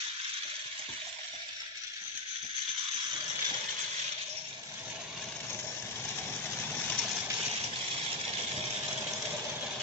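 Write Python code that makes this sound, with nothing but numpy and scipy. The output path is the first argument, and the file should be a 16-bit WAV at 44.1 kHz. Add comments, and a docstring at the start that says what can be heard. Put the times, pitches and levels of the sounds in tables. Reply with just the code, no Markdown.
"""A laminate floor in a small room: a battery toy train circles on plastic track close to a phone.
Gear teeth and loose rods, as trains of impacts, excite the resonances of the hollow engine.
Wheels clack over joints as bursts of bounces and flanges chirp in short noise grains; rolling
drums track, wagons and boards, and soft blows knock the floor. Diffuse echoes and faint air
noise surround it at two microphone ports."""
import sys
import numpy as np
from scipy import signal
from scipy.fft import rfft, irfft, next_fast_len
from scipy.io import wavfile
from scipy.ndimage import uniform_filter1d

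SR = 44100
rng = np.random.default_rng(int(sys.argv[2]) if len(sys.argv) > 2 else 0)


def materialize(psi):
    """Save the field psi as 16-bit PCM at rate SR to the path in sys.argv[1].

    A 1-D psi becomes a single channel; in a 2-D psi each row is a channel.
    """
    bounded = np.clip(np.atleast_2d(psi).T, -1, 1)
    quanta = np.round(bounded * 32767).astype(np.int16)
    wavfile.write(sys.argv[1], SR, quanta)


N = 433062
TIME = np.arange(N) / SR

# resonances of the engine: pitch_hz, width_hz, relative_db
SHELL_MODES = [(1719, 64, -9), (2352, 120, -4.5), (1760, 4100, -9.5)]
GEARBOX_MODES = [(2426, 420, -2.5), (2950, 220, -1.5), (3564, 420, -2.5), (4600, 920, -9)]


def undb(db):
    """Decibels to gain."""
    return np.exp(np.asarray(db) * (np.log(10) / 20))


def unit(x):
    """Scale to rms 1."""
    return x / np.sqrt(np.mean(x ** 2))


def curves(table):
    """Each column after the first, interpolated over time."""
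    s, *columns = np.transpose(table)
    return [np.interp(TIME, s, column) for column in columns]


def walk(rate_hz):
    """Smooth random signal of rms 1 with rate_hz new values a second."""
    hold = max(int(SR / rate_hz), 1)
    steps = np.repeat(rng.standard_normal(N // hold + 1), hold)
    return unit(uniform_filter1d(steps, hold)[:N])


def sway(rate_hz):
    """Random signal of rms 1, softly limited like a part with little play."""
    return unit(np.tanh(walk(rate_hz)))


def add(out, start_s, sound):
    """Mix a sound in at start_s."""
    i = max(int(start_s * SR), 0)
    out[i:i + len(sound)] += sound[:N - i]


def blend(dull, ringing, ratio_db):
    """Mix two sounds at a ratio in dB, keeping total power."""
    return (unit(dull) + undb(ratio_db) * unit(ringing)) / np.hypot(1, undb(ratio_db))


def colour(x, points, share=1):
    """Shape by a spectrum of (Hz, dB) points, its dB scaled by share."""
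    hz, db = np.transpose(points)
    size = next_fast_len(N)
    f = np.maximum(np.fft.rfftfreq(size, 1 / SR), 1)
    gain_db = share * np.interp(np.log(f), np.log(hz), db)
    return irfft(rfft(x, size) * undb(gain_db), size)[:N]


def band_pass(order, low_hz, high_hz):
    """Butterworth band-pass sections."""
    return signal.butter(order, [low_hz, high_hz], btype="band", fs=SR, output="sos")


def low_pass(x, top_hz):
    """Steep elliptic low-pass."""
    return signal.sosfilt(signal.ellip(10, .2, 70, top_hz, fs=SR, output="sos"), x)


def ring(x, modes, low_hz, high_hz):
    """A body's parallel resonances, of alternating sign, radiating between two edges."""
    total = 0
    for k, (hz, width_hz, db) in enumerate(modes):
        b, a = signal.iirpeak(hz, hz / width_hz, fs=SR)
        total = total + (-1) ** k * undb(db) * signal.lfilter(b, a, x)
    return signal.sosfilt(band_pass(4, low_hz, high_hz), total)


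def moving_ring(x, hz, width_hz):
    """A resonance of moving pitch, its one-pole filter applied twice for steep sides."""
    turn = np.exp(2j * np.pi * np.cumsum(hz) / SR)
    keep = np.exp(-np.pi * width_hz / SR)
    return unit((signal.lfilter([1], np.poly([keep, keep]), x / turn) * turn).real)


def contacts(rate_hz, scatter_db):
    """Tiny impacts at random moments, of uneven size and random sign."""
    count = int(rate_hz * N / SR)
    size = undb(scatter_db * np.clip(rng.standard_normal(count), -2, 2))
    size = size * rng.choice([-1, 1], count)
    return unit(np.bincount(rng.integers(0, N, count), size, N))


def engine(gear_db, wheel_db, shell_db, chassis_db):
    """Teeth and loose parts rattle in short flurries; returns body, gearbox and wheels."""
    # sharpest resonances: time_s, gearbox_ratio_db, wheel_ratio_db, wheel_pitch_hz
    ringing = [(0, -3, -2, 6060), (.8, -3.5, 0.5, 6140), (1.6, -6.5, 1, 5570), (2.15, 0.5, 9.5, 6160),
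               (3.3, 3.5, 3.5, 6060), (4.5, -8.5, -4, 6190), (5.5, -6, -3, 6340), (6, -4, -5, 6070),
               (7.4, -4, -2, 6020), (8.2, -1, -10, 6070), (9.8, 0, -4.5, 6340)]
    # parts that tighten the mesh once a turn: mean_turns_per_s, depth_db
    throbs = [(10.8, 0.32), (21.6, 0.8), (43, 0.5), (106.4, 1.6)]
    # pitch_hz, width_hz, relative_db
    gear_ring = [(3357, 320, 0)]
    wheel_modes = [(5414, 800, -0.5), (6070, 925, -0.5), (6704, 700, -2.5), (7625, 430, -11)]
    chassis_modes = [(1190, 470, -6.0), (1300, 180, -15.0)]

    gear_ring_db, wheel_ring_db, wheel_hz = curves(ringing)
    travel_s = np.cumsum(1 + 0.023 * walk(4)) / SR  # the speed wavers with the load
    # off-centre gears tighten the mesh once a turn
    throb_db = sum(db * np.sin(2 * np.pi * hz * travel_s) for hz, db in throbs)
    load_db = 0.04 * sway(10)  # drag of the wagons
    flurry = unit(undb(throb_db + load_db + 1.4 * sway(130) + 2.5 * sway(450)))
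    teeth = undb(-3.5) * gear_teeth(travel_s, rough_db=2.5)
    rods = undb(-3.5) * contacts(1500, scatter_db=3.0)  # coupling rods tap the frame

    def rattle():
        """Shared teeth, rods and flurries plus a part's own loose contacts."""
        return unit(teeth + rods + contacts(8000, scatter_db=3.5)) * flurry

    frame, box, shaft, rims, axles = (rattle() for _ in range(5))
    chassis = ring(shaft, chassis_modes, low_hz=896, high_hz=1380)
    shell = ring(frame, SHELL_MODES, low_hz=1378, high_hz=2457)
    body = unit(chassis) * undb(chassis_db - 0.5) + unit(shell) * undb(shell_db + 7.0)

    gear_dull = ring(box, GEARBOX_MODES, low_hz=2267, high_hz=5230)
    gear_sharp = ring(shaft, gear_ring, low_hz=2726, high_hz=4180)
    gearbox = blend(gear_dull, gear_sharp, gear_ring_db)

    # the wheels skitter on the rails as the engine shakes them
    skitter = unit(undb(0.79 * sway(45) + 1.4 * sway(220)))
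    wheel_dull = ring(rims * skitter, wheel_modes, low_hz=4080, high_hz=8070)
    wheel_sharp = moving_ring(axles * skitter, wheel_hz, width_hz=790)
    wheels = blend(wheel_dull, wheel_sharp, wheel_ring_db)
    return body, gearbox * undb(gear_db + 1.0), wheels * undb(wheel_db - 2.0)


def gear_teeth(travel_s, rough_db):
    """One tick a tooth; backlash makes the ticks early or late."""
    mean_mesh_hz = 532
    teeth = np.floor(mean_mesh_hz * travel_s + .05 * walk(600))
    return unit(np.diff(teeth, prepend=0) * undb(rough_db * rng.standard_normal(N)))


def binding():
    """Rattle swells as flanges bind, eases as wagons run free; returns gearbox and wheel dB."""
    # middle_s, half_length_s, gearbox_change_db, wheel_change_db
    binds = [(0.154, 0.053, -4.5, -2), (0.786, 0.03, 1, 12), (1.022, 0.14, 3.5, 2.5), (1.698, 0.11, -6, -8),
             (2.247, 0.05, -4, -12), (2.41, 0.016, -12, -19), (2.501, 0.05, -5, -8), (2.688, 0.031, 4, 3.5),
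             (2.746, 0.045, -3.5, -6), (2.902, 0.023, -9, -10), (2.927, 0.055, 4.5, 4.5),
             (3.482, 0.26, 5, 4), (3.588, 0.041, -8, -9), (3.995, 0.018, 7, 7.5), (4.074, 0.12, 2.5, -6),
             (4.158, .05, -6, -15), (4.196, 0.075, 6, 0.5), (4.91, 0.078, 2, 4.5), (5.448, 0.07, -3, -4),
             (6.076, 0.11, 3.5, 3), (6.895, 0.064, 2.5, 2.5), (6.994, 0.017, 3.5, 4),
             (7.278, 0.035, -11, -12), (7.304, 0.02, 9.5, -4), (7.64, 0.029, -5, 7),
             (7.699, 0.064, -6.5, -5), (8.117, 0.034, -0.5, 2), (8.178, 0.042, -5, -11),
             (8.649, 0.051, 4, 6)]
    gear, wheels = np.zeros((2, N))
    for middle_s, length_s, gear_db, wheel_db in binds:
        swell = np.hanning(int(2 * length_s * SR)) ** 2.0
        add(gear, middle_s - length_s, gear_db * swell)
        add(wheels, middle_s - length_s, wheel_db * swell)
    return gear, wheels


def joints(bounce_s, bright_db, body_db):
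    """A wheel scrapes over a joint: tiny bounces swell and die within milliseconds."""
    # levels before the common trims: time_s, body_peak_db, bright_peak_db
    clack_table = [(0.7894, -24, -31), (0.947, -17, -36), (0.9898, -21, -42), (2.174, -16, -24),
                   (2.426, -20, -25), (2.673, -17, -36), (2.8759, -11, -29), (3.39, -5.5, -33),
                   (5.505, -32, -23), (5.529, -27, -22.5), (5.545, -11, -31), (6.038, -15, -31),
                   (6.087, -14, -26), (6.899, -20, -18.5), (6.92, -16, -28), (6.9965, -14, -28),
                   (7.157, -15, -28), (7.3, -22, -26), (7.5123, -29, -20.5), (7.614, -18, -37.5),
                   (7.638, -6, -22), (8.1174, -19.5, -23), (8.277, -9, -28), (8.335, -6.5, -26),
                   (8.6389, -16.5, -41), (8.7036, -15, -28), (9.134, -12, -19.5), (9.2535, -8, -27)]
    bright_modes = [(6400, 310, 5.0), (5060, 1500, -7.0)]
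    out, t = np.zeros(N), TIME[:SR // 20]
    swell = (t / bounce_s) ** 2 * np.exp(-t / bounce_s)
    for s, peak_db, ring_db in clack_table:
        bounces = rng.standard_normal(len(t)) * (rng.random(len(t)) < .25) * swell
        bright = ring(bounces, bright_modes, low_hz=4460, high_hz=8000)
        body = ring(bounces, [*SHELL_MODES, *GEARBOX_MODES], low_hz=1500, high_hz=5260)
        bright = bright / abs(bright).max() * undb(ring_db + bright_db)
        body = body / abs(body).max() * undb(peak_db + body_db)
        add(out, s - bounce_s, bright + body)
    return out


def squeaks(width_hz):
    """A flange sticks and slips along the rail in tight bends: a grainy chirp in one resonance."""
    # start_s, length_s, pitch_hz, level_db
    chirp_table = [(4.018, 0.096, 5940, -45), (4.29, 0.055, 5440, -43), (4.36, 0.043, 5450, -42),
                   (4.345, 0.047, 2520, -47), (7.366, 0.099, 3030, -40.5), (7.471, 0.075, 2730, -42)]
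    out = np.zeros(N)
    for s, length_s, hz, db in chirp_table:
        swell = signal.windows.tukey(int(length_s * SR), .5)
        slips = rng.standard_normal(len(swell)) * (rng.random(len(swell)) < .1)
        chirp = ring(slips, [(hz, width_hz, 0)], hz - 2 * width_hz, hz + 2 * width_hz)
        add(out, s, unit(chirp) * swell * undb(db))
    return out


def rolling(track_db, track_hz, board_db, wagon_db):
    """Wheel bumps drum the hollow track and wagon bodies, and the boards beneath; returns both."""
    # pitch_hz, width_hz, relative_db
    wagon_modes = [(383, 54, -6.5), (556, 160, -8), (694, 90, -3), (920, 380, -6.5)]
    board_modes = [(90, 82, -8), (122.7, 23.7, 3), (156.5, 23.3, 1), (209, 39, -0.5), (327, 250, -11)]
    shake = undb(1.1 * sway(28) + 0.3 * sway(9))
    seating = undb(1.5 * sway(16))  # track loose in places, firm in others
    smear_hz = 0.57 * (track_hz - track_hz.min())  # higher pieces have a less clear pitch
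    pitch_hz = track_hz + 7 * walk(8) + smear_hz * walk(150)
    track = moving_ring(contacts(400, scatter_db=1.5) * shake * seating, pitch_hz, width_hz=58)
    wagons = ring(contacts(1500, scatter_db=3.0) * shake, wagon_modes, low_hz=271, high_hz=1100)
    boards = ring(contacts(1500, scatter_db=2.0) * shake, board_modes, low_hz=61, high_hz=527)
    drone = unit(track) * undb(track_db - 0.3) + unit(wagons) * undb(wagon_db - 1.4)
    return drone, unit(boards) * undb(board_db + 1.5)


def knocks(knock_db, tail_db, hollow_db, width_hz):
    """A soft blow on the floor: one push, then a short dull ring of boards and track."""
    # levels before the common trims: start_s, thud_peak_db, t60_s, track_peak_db, track_pitch_hz
    blow_table = [(0.06, -62, 0.3, -60, 940), (0.449, -55, 0.15, -55.5, 617), (0.653, -53, 0.13, -66, 620),
                  (0.788, -52, 0.25, -54.5, 662), (0.885, -40, 0.3, -57.5, 920),
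                  (0.915, -49, 0.16, -66, 650), (1.068, -61, 0.13, -50.5, 736),
                  (1.159, -75, 0.13, -60, 950), (1.189, -73, 0.079, -51.5, 680),
                  (1.335, -52.5, 0.22, -56.5, 700), (1.488, -63, 0.1, -76, 900),
                  (1.621, -64, 0.17, -61, 920), (1.76, -65, 0.12, -67, 700), (2.01, -55.5, 0.57, -68, 880),
                  (2.147, -53, 0.2, -71, 780), (2.425, -49, 0.16, -72, 686), (2.445, -50, 0.22, -61.5, 730),
                  (2.679, -50.5, 0.14, -63, 665), (2.8, -60, 0.12, -77, 653), (2.94, -52.5, 0.17, -64, 650),
                  (3.052, -50, 0.089, -71, 650), (3.146, -45, 0.11, -62, 650), (3.507, -39, 0.23, -47, 780),
                  (8.571, -29.5, 0.079, -51, 687)]
    out, t = np.zeros(N), TIME[:SR // 2]
    for s, db, t60_s, track_db, hz in blow_table:
        tail = rng.standard_normal(len(t)) * undb(-60 * t / max(t60_s, .01))
        push = (t == 0) + undb(tail_db) * tail
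        thud = ring(push, [(100, 50, 2), (293, 150, 0.33)], low_hz=45, high_hz=473)
        hollow = ring(push, [(hz, width_hz, 0)], low_hz=530, high_hz=1170)
        thud = thud / abs(thud).max() * undb(db + knock_db)
        hollow = hollow / abs(hollow).max() * undb(track_db + hollow_db)
        add(out, s, thud + hollow)
    return out


def ticks():
    """Sharp single-sample clicks on the left only."""
    # time_s, impulse_db
    tick_table = [(2.174, -28), (2.183, -32), (2.189, -43)]
    out = np.zeros((2, N))
    for s, db in tick_table:
        add(out[0], s, undb([db]))
    return out


def ports(x, lag_ms):
    """Sound reaches the left port later than the right by the lag."""
    return np.array([np.interp(TIME + side * lag_ms / 2000, TIME, x) for side in (-1, 1)])


def hollowed(x):
    """Moving notch where sound off the floor cancels the direct sound."""
    # time_s, notch_hz, share_cancelled (0-1)
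    notch_table = [(.3, 850, 0.8), (.8, 1480, 0.35), (1.3, 1160, .7), (2.1, 1080, 0.7), (3.0, 820, 0.34),
                   (3.5, 760, 0.5), (3.8, 770, 1), (4.1, 800, 0.5), (4.25, 1460, 0.7), (4.6, 1190, .75),
                   (5.0, 1270, .75), (7.2, 1320, 0.16), (7.85, 1510, 0.6), (8.45, 1460, 0.4),
                   (9.1, 1300, 0)]
    width_hz = 200
    hz, share = curves(notch_table)
    turn = np.exp(2j * np.pi * np.cumsum(hz) / SR)
    keep = np.exp(-np.pi * width_hz / SR)
    band = 2 * (signal.lfilter([1 - keep], [1, -keep], x / turn) * turn).real
    return x - np.clip(share, 0, 1) * band


def shade(x, left_minus_right_db, low_hz, high_hz):
    """The phone's body favours one port within a band."""
    band = signal.sosfiltfilt(band_pass(3, low_hz, high_hz), x)
    return x + band * (undb(np.outer([.5, -.5], left_minus_right_db)) - 1)


def echoes(x, t60_s, delay_s, changes_per_s):
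    """Diffuse noise-tail reflections, unrelated at the ports; the pattern shifts as parts move."""
    hop = SR // changes_per_s
    t, window = TIME[:2 * hop], np.sin(np.linspace(0, np.pi, 2 * hop))
    decay = undb(-60 * t / t60_s) * (t > delay_s)  # tail stops after two hops
    starts = np.arange(0, N + hop, hop)
    pieces = np.pad(x, (hop, 2 * hop))[starts[:, None] + np.arange(2 * hop)] * window
    out = np.zeros((2, N + 5 * hop))
    for channel in out:
        responses = decay * rng.standard_normal((len(starts), len(t)))
        tails = signal.fftconvolve(pieces, responses, axes=1)
        for start, tail in zip(starts, tails):
            channel[start:start + len(tail)] += tail
    return out[:, hop:hop + N] / np.linalg.norm(decay)


def still_air():
    """Faint shaped noise, partly common to both ports."""
    # spectrum: frequency_hz, relative_density_db
    air_spectrum = [(25, -83.5), (60, -87.5), (110, -84), (200, -102), (400, -93), (1200, -99),
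                    (8000, -106)]
    air = np.array([unit(colour(rng.standard_normal(N), air_spectrum)) for _ in range(2)])
    return undb(-73) * (air + air.mean(axis=0))


def scene():
    """The train reaches two ports directly, off floor and nearby toys, and by way of the walls."""
    # engine nears twice and turns its sides; levels before trims: time_s, gearbox_db,
    # then relative to gearbox: wheels_db, shell_db, open_underside_db
    run = [(0, -40.5, -4, -5, -17.5), (1.0, -45.5, -2.5, -4.5, -16.5), (1.75, -46, -4.5, -6, -32),
           (2.2, -46, -0.5, -5, -36), (2.55, -42.5, 0, -3.5, -21), (2.8, -40.5, 0, -6.5, -8),
           (3.4, -40.5, -1, -5, -9.5), (4.05, -40.5, -1.5, -8, -10), (4.35, -49, -3, -9, -15),
           (4.65, -48.5, 0, -7, -10), (5.15, -45.5, -5, -10, -7), (5.6, -48, 2.5, -6, -10),
           (6.5, -43, 0, -6.5, -7), (6.95, -40.5, 1, -8.5, -8), (7.7, -40.5, -0.5, -7, -11.5),
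           (8.35, -38.5, -4.5, -9.5, -15), (9.2, -42.5, -0.5, -7.5, -12), (9.8, -42, -7.5, -11, -16)]
    # port favoured, left minus right: time_s, wheels_db, gearbox_db, underside_db
    pan = [(0, 2, 0, -9), (.24, 2.5, 0, -13), (.78, -6, -1.5, -19.5), (1.1, -14, -2.5, -18.5),
           (1.5, -6.5, -1, -22), (1.85, -1.5, 2.5, -1), (2.2, 2, 1, 0), (3.3, -1.5, 2, -4.5),
           (4.15, -2.5, 2, -7), (4.37, 5.5, 0, -3), (4.66, -3, 1, 6), (5.1, 2.5, -2, 7.5), (5.57, 3, 0, 0),
           (6.17, 2.5, 1, -0.5), (7.2, 1, 2, 0.5), (7.7, -2, -3, -3.5), (8.4, -2.5, -4, 0),
           (9.3, -2.5, -1, 1.5), (9.8, 2, -2, 4)]
    # lag of the left port: time_s, gearbox_and_wheels_ms, shell_ms
    bearing = [(0, 0.3, 0.23), (1.2, 0.25, 0.41), (1.8, 0.17, 0.16), (2.4, 0.032, 0.29),
               (3.2, -0.047, 0.19), (3.7, 0.37, 0.42), (4.45, 0.29, 0.28), (4.8, 0.087, 0.15),
               (5.2, -0.0047, -0.0045), (5.5, -0.13, -0.13), (6.8, -0.13, -0.077), (7.2, 0.014, 0.098),
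               (7.45, 0.35, 0.15), (7.8, 0.25, 0.35), (8.5, 0.31, 0.31), (9.2, 0.34, 0.13),
               (9.8, -0.046, 0.034)]
    # hollow track, each piece at its own pitch; level before trim: time_s, drone_db, pitch_hz
    drone = [(.3, -90, 607), (.5, -65, 620), (1.25, -57, 661), (1.6, -68, 649), (1.95, -76, 654),
             (2.95, -87, 625), (3.15, -58.5, 613), (3.9, -55.5, 607), (4.6, -55.5, 640), (5.3, -49, 636),
             (5.85, -53, 643), (6.05, -53.5, 718), (6.8, -46.5, 780), (7.5, -50, 763), (8.1, -59, 650),
             (8.55, -50.5, 621), (9.2, -43, 623), (9.8, -45.5, 624)]
    # floor hardly moves under the first loop, booms later; before trims: time_s, boards_db, wagons_db
    roll = [(0, -92, -86), (1.1, -92.5, -77), (2.0, -90, -86), (3.05, -77, -78), (3.18, -60.5, -54.5),
            (3.55, -60.5, -46.5), (4.25, -67.5, -60.5), (4.9, -54.5, -50), (6.9, -47.5, -46.5),
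            (7.9, -53, -47.5), (9.2, -49, -43), (9.8, -51.5, -43)]

    gear_db, wheel_db, shell_db, chassis_db = curves(run)
    wheel_pan_db, gear_pan_db, low_pan_db = curves(pan)
    lag_ms, shell_lag_ms = curves(bearing)
    grind_db, squeal_db = binding()
    body, gearbox, wheels = engine(
        gear_db + grind_db,
        gear_db + wheel_db + squeal_db,
        gear_db + shell_db + 0.36 * grind_db,
        gear_db + chassis_db)
    rail = joints(bounce_s=0.001194, bright_db=-5.5, body_db=-17.5) + squeaks(width_hz=350)
    track, boards = rolling(*curves(drone), *curves(roll))
    boards = boards + knocks(knock_db=-3.5, tail_db=-17.5, hollow_db=4.5, width_hz=110)

    # wheels lie under the bodies, so less of them arrives directly
    direct = ports(undb(-4.0) * gearbox + undb(-5.5) * wheels + rail, lag_ms)
    direct = direct + ports(undb(-5.46) * body, shell_lag_ms) + undb(-2.0) * track

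    body_echo = undb(-10) * body
    to_near = body_echo + undb(-3.0) * gearbox + undb(2.5) * wheels
    to_near = to_near + undb(-7.0) * rail + undb(-13) * track
    near = echoes(to_near, t60_s=0.037, delay_s=.0004, changes_per_s=45)
    to_walls = body_echo + undb(-4.5) * (gearbox + wheels + rail)
    to_walls = to_walls + undb(-7) * track + undb(-10.5) * boards
    walls = echoes(to_walls, t60_s=1.0, delay_s=.007, changes_per_s=5)

    heard = hollowed(direct + near + walls) + boards
    heard = shade(heard, wheel_pan_db, low_hz=4900, high_hz=7960)
    heard = shade(heard, gear_pan_db, low_hz=2340, high_hz=4900)
    return shade(heard, low_pan_db, low_hz=780, high_hz=1190) + still_air()


def record(dry):
    """Each port has its own colour; the phone cuts the top, and only the bright ticks reach higher."""
    # frequency_hz, left_minus_right_db
    port_colour = [(100, -1), (1700, 1), (2500, -3.5), (3300, 2.5), (4800, 2.5), (5500, 9), (6200, 13),
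                   (6900, 5), (7700, -10)]
    top_hz, tick_top_hz = 7850, 12000
    coloured = np.array([colour(x, port_colour, share) for x, share in zip(dry, (.5, -.5))])
    return low_pass(coloured, top_hz) + low_pass(ticks(), tick_top_hz)


dry = scene()
out = record(dry)
materialize(out)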